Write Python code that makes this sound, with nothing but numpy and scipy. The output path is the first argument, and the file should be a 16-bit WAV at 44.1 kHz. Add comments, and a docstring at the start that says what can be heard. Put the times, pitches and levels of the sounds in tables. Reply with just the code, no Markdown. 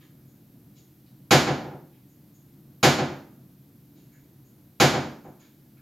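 """In a kitchen, a cat paws a wooden cabinet door open three times; each time the sprung hinges slam it shut.
Every slam and its weaker rebounds are thuds plus cracks; a soft contact trades its crack for a hollow knock.
Claw scuffs and faint narrow-band ticks near 6.75 kHz are short runs of clicks through a resonance. All these are
convolved with one stereo response of door, cabinet and room: single modes over a dense ring of decaying noise bands.
Behind them lie an appliance's wavering low rumble and a thin hiss, both coloured noise."""
import sys
import numpy as np
from scipy import signal
from scipy.fft import rfft, irfft
from scipy.io import wavfile
from scipy.ndimage import uniform_filter1d

SR = 44100
rng = np.random.default_rng(int(sys.argv[2]) if len(sys.argv) > 2 else 0)


def transcribe(u):
    """Save the signal u as a 16-bit wav file named by the first command-line argument.

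    u: samples, shape (n,) or (channels, n), limited to [-1, 1]; the rate is SR.
    q: integer samples, one column per channel.
    """
    v = np.clip(np.atleast_2d(u).T, -1, 1)
    q = np.round(v * 32767).astype(np.int16)
    wavfile.write(sys.argv[1], SR, q)


N = 256220

# background
RUMBLE_DB, HISS_DB = -53.5, -65.5
# dense ring; the early level excess fades over EARLY_S
WOOD_DB, EARLY_S = -12.5, .059
# high ticks: TICK_S is the length at TICK_REF_DB; it halves for every TICK_HALVING_DB above
TICK_HZ, TICK_WIDTH_HZ = 6750, 550
TICK_S, TICK_REF_DB, TICK_HALVING_DB = .04, -41, 5
FAINT_TICKS_PER_S, FAINT_TICK_DB = 1.5, -50
# contacts of the door with its frame
THUD_HZ, CRACK_TOP_HZ = 890, 11300
KNOCK_HZ, KNOCK_Q, KNOCK_DB = 840, 6.4, -6
FLIGHT_KEPT = .66  # each rebound lasts this share of the one before


def from_db(db):
    """Decibels to gain."""
    return 10 ** (np.asarray(db) / 20)


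def at_hz(table, hz, axis=1):
    """One column of a table, read along log frequency."""
    table = np.array(table)
    return np.interp(np.log(np.maximum(hz, 1)), np.log(table[:, 0]), table[:, axis])


def coloured_noise(spectrum, width, size):
    """Mid and side noise with a given spectrum and stereo width; the mid has rms 1."""
    hz = np.linspace(0, SR / 2, size // 2 + 1)
    mid_gain = from_db(at_hz(spectrum, hz)) * (hz > 20)
    side_gain = mid_gain * from_db(at_hz(width, hz))
    phases = np.exp(2j * np.pi * rng.random((2, len(hz))))
    noise = irfft(phases * [mid_gain, side_gain], size)
    return noise / noise[0].std()


def left_right(mid_side):
    """Mid and side to two channels."""
    mid, side = mid_side
    return np.array([mid + side, mid - side])


def cut(x, hz, kind):
    """Second-order low- or high-pass."""
    sos = signal.butter(2, min(hz, SR * 9 / 20), kind, fs=SR, output="sos")
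    return signal.sosfilt(sos, x)


def add(track, start_s, piece):
    """Lays a piece into a track."""
    i = max(round(start_s * SR), 0)
    track[i:i + len(piece)] += piece[:max(N - i, 0)]


def background(waver_db=1.0, waver_s=0.17):
    """A running appliance rumbles unevenly under a steady thin hiss; both are coloured stereo noise."""
    # noise spectra: (frequency [Hz], relative density [dB per Hz])
    rumble_spectrum = [(25, -25.5), (45, -21.5), (70, -15.5), (105, -9.5), (135, 2), (165, -7), (190, -5),
                       (255, -9.5), (295, -6), (410, -21.5), (750, -29.5), (1500, -40), (4000, -59.5)]
    hiss_spectrum = [(800, -13.5), (1500, -6.5), (2800, -8.5), (4000, -7.5), (6000, -9.5), (8200, -11.5),
                     (10500, -8.5), (12200, 1.5), (13500, -0.5), (15700, -8.5)]
    # stereo width: (frequency [Hz], side minus mid [dB])
    air_width = [(60, -19.5), (130, -29.5), (380, -14.5), (700, -11), (1300, -9), (8000, -7.5),
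                 (14000, -10)]
    slow = uniform_filter1d(rng.standard_normal(N), size=int(waver_s * SR), mode="wrap")
    level_db = RUMBLE_DB + waver_db * slow / slow.std()
    rumble = from_db(level_db) * coloured_noise(rumble_spectrum, air_width, N)
    hiss = from_db(HISS_DB) * coloured_noise(hiss_spectrum, air_width, N)
    return left_right(rumble + hiss)


def steadied(x, size):
    """Evens out the swells of a noise band and roughly keeps its power."""
    power = uniform_filter1d(x ** 2, size, axis=-1, mode="wrap")
    mean_power = np.mean(x ** 2, axis=-1, keepdims=True)
    return x * np.sqrt(mean_power / (power + 1e-20))


def dense_ring(t, count=19):
    """Countless overlapping modes: each half octave builds up, has its own early level, then dies with the room."""
    # dense modes of door and room: (frequency [Hz], relative density [dB per Hz])
    wood = [(30, -27), (60, -14), (100, -11.5), (140, -1), (175, -1.5), (320, 4.5), (430, -3), (650, 0.5),
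            (1100, -5), (2200, -5), (3800, -6.5), (5000, -9.5), (5800, -13), (7100, -11), (7800, -25),
            (9500, -26), (12000, -18.5), (15700, -27)]
    # growth and decay: (frequency [Hz], build-up [s], t60 [s], early excess [dB])
    decay = [(50, .003, .6, -5), (140, .018, .72, -3), (320, 0.016, .62, -3), (700, 0.013, 0.45, 0),
             (1400, 0.0019, 0.5, -1), (3000, 0.0046, 0.4, -1.5), (6516, 0.0042, 0.49, 1.5),
             (12000, .004, .38, 2.5)]
    # door in stereo: (frequency [Hz], side minus mid [dB], left minus right [dB])
    door_width = [(50, -30, -0.5), (120, -30.5, -0.5), (220, -24, -1.5), (380, -11.5, 0.05),
                  (700, -14.5, 0.5), (1200, -9, -1.45), (4000, -10, -0.96), (8000, -11, 1.05),
                  (14000, -8.5, 0.45)]
    spectrum = rfft(coloured_noise(wood, door_width, len(t)))
    bins_hz = np.linspace(0, SR / 2, spectrum.shape[1])
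    centres_hz = np.geomspace(32, 16000, count)
    ring = 0
    for hz, share in zip(centres_hz, np.eye(count)):
        # triangular band on log frequency; neighbours sum to one
        band = irfft(spectrum * at_hz(np.c_[centres_hz, share], bins_hz), len(t))
        band = steadied(band, size=int(SR * max(5 / hz, .008)))
        build_s, t60_s, early_db = [at_hz(decay, hz, axis=column) for column in (1, 2, 3)]
        early = from_db(early_db * np.exp(-np.square(t / EARLY_S)))
        rising = (1 - np.exp(-t / build_s)) * early
        dying = np.exp(-np.log(1000) * t / t60_s)
        pan = from_db(at_hz(door_width, hz, axis=2) * np.array([[.5], [-.5]]))
        ring = ring + pan * left_right(band) * rising * dying
    return from_db(WOOD_DB) * ring


def door_response():
    """One sharp blow heard across the kitchen: modes swell as it spreads through the cabinet, peak and fade."""
    # strong modes of panel and cabinet; those of the enclosed air come later:
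    # (frequency [Hz], peak [dB], delay [s], swell [s])
    modes = [(92, -31, .004, 0.032), (141, -20, 0.0032, 0.0058), (141.65, -15, 0.037, .014),
             (143.2, -36, .09, 0.036), (158, -29.5, 0.036, 0.014), (196.7, -25.5, 0.0031, 0.017),
             (237, -25.5, .048, .011), (265, -21, 0.01, .006), (322, -25, .012, .012),
             (370.4, -21, .014, .015), (495.8, -21, .004, 0.014), (520.4, -28.5, .010, 0.026),
             (601.5, -25.5, .036, 0.0091), (676.8, -29.5, 0.0034, 0.0066), (733.5, -23.5, 0.042, 0.0065),
             (775, -26, 0.018, 0.0077), (800, -25, 0.0033, 0.0075), (897, -33, .004, 0.014),
             (1391, -34.5, .020, 0.012), (1443, -37.5, 0.0051, 0.037), (1696, -28.5, 0.0065, 0.013),
             (2147, -28, .001, 0.013)]
    t = np.arange(SR * 3 // 2) / SR
    response = dense_ring(t)
    for hz, db, delay_s, swell_s in modes:
        age_s = np.maximum(t - delay_s, 0)
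        envelope = age_s / swell_s * np.exp(1 - age_s / swell_s)  # peaks at 1 after swell_s
        response = response + from_db(db) * envelope * np.sin(2 * np.pi * hz * age_s)
    return response


def click_run(hz, width_hz, length_s, per_s=900):
    """A short fading run of tiny random clicks through one resonance."""
    t = np.arange(SR // 4) / SR
    struck = (rng.random(len(t)) < per_s / SR) | (t == 0)
    clicks = rng.standard_normal(len(t)) * struck * np.exp(-np.square(t / length_s))
    clicks = clicks / np.linalg.norm(clicks)
    edges_hz = np.clip([hz - width_hz / 2, hz + width_hz / 2], 200, 15000)
    return signal.sosfilt(signal.butter(2, edges_hz, "band", fs=SR, output="sos"), clicks)


def high_ticks():
    """Faint narrow-band ticks, some at random times; a stronger tick is over sooner."""
    # clearest high ticks: (time [s], strength [dB])
    clear = [(.01, -41.5), (.258, -42.5), (.766, -37), (2.08, -41.5), (2.337, -36.5), (3.958, -42),
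             (4.119, -40.5), (4.435, -40.5), (5.227, -40), (5.391, -34.5)]
    force = np.zeros(N)
    faint_starts = np.flatnonzero(rng.random(N) < FAINT_TICKS_PER_S / SR)
    faint = [(i / SR, FAINT_TICK_DB) for i in faint_starts]
    for s, db in list(clear) + faint:
        length_s = TICK_S * .5 ** ((db - TICK_REF_DB) / TICK_HALVING_DB)
        add(force, s, from_db(db) * click_run(TICK_HZ, TICK_WIDTH_HZ, length_s))
    return force


def claw_scuffs():
    """Claws scrape the wood: each scuff is a run of stick-slip clicks."""
    # claws on the door edge: (time [s], strength [dB], centre [Hz], width [Hz], length [s])
    scuffs = [(.002, -41.5, 2680, 2600, 0.02), (.748, -43, 5060, 4360, .024),
              (1.058, -49, 4000, 2495, .003), (1.923, -48.5, 2700, 1502, 0.027),
              (3.945, -48, 4300, 3800, .046), (4.112, -43, 1850, 802, .04), (5.249, -52, 1900, 1400, .04),
              (5.392, -43, 3300, 4200, 0.058), (5.768, -46.5, 1900, 1500, .005)]
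    force = np.zeros(N)
    for s, db, hz, width_hz, length_s in scuffs:
        add(force, s, from_db(db) * click_run(hz, width_hz, length_s))
    return force


def contacts():
    """The hinges pull the door back after every slam, in ever shorter, weaker rebounds: (s, thud dB, crack dB)."""
    # slams on the frame: (time [s], strength [dB], time until the door first falls back [s])
    slams = [(1.307, 1.3, .159), (2.828, .3, .1525), (4.799, 0, .134)]
    # rebounds after every slam, in order: (level re slam [dB], crack re thud [dB])
    rebounds = [(-8.5, -7.5), (-23, -9.5), (-32, -10.5)]
    # soft bumps of the loose door: (time [s], strength [dB], crack re thud [dB])
    bumps = [(1.638, -22, -18), (1.708, -24.5, -24), (5.243, -27.5, -40)]
    rows = list(bumps)
    for s, db, flight_s in slams:
        rows.append((s, db, 0))
        for k, (rebound_db, crack_db) in enumerate(rebounds):
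            s = s + flight_s * FLIGHT_KEPT ** k
            rows.append((s, db + rebound_db, crack_db))
    return rows


def blows():
    """Each contact is a dull thud plus a crack; a slow rebound presses softly, so a hollow knock replaces the crack."""
    click = signal.unit_impulse(SR // 20)
    thud = cut(click, THUD_HZ, "low")
    crack = -cut(click, THUD_HZ, "high")
    knock = signal.lfilter(*signal.iirpeak(KNOCK_HZ, KNOCK_Q, fs=SR), thud)
    force = np.zeros(N)
    for s, thud_db, crack_db in contacts():
        hardness = min(from_db(crack_db), 1)
        sharp = hardness * cut(crack, hardness * CRACK_TOP_HZ, "low")  # softer is also duller
        hollow = (1 - hardness) * from_db(KNOCK_DB) * knock
        add(force, s, from_db(thud_db) * (thud + sharp + hollow))
    return force


def scene():
    """Blows, scuffs and ticks all sound through the same wood and the same room."""
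    quiet = background()
    response = door_response()
    force = high_ticks() + claw_scuffs() + blows()
    return signal.fftconvolve(force[None], response, axes=1)[:, :N] + quiet


def record(dry, top=1.2):
    """The highest peaks are rounded and the highest treble is cut steeply."""
    low_pass = signal.ellip(12, .1, 80, 15950, fs=SR, output="sos")  # ripple, stopband [dB]; cutoff [Hz]
    return signal.sosfilt(low_pass, top * np.tanh(dry / top))


dry = scene()
out = record(dry)
transcribe(out)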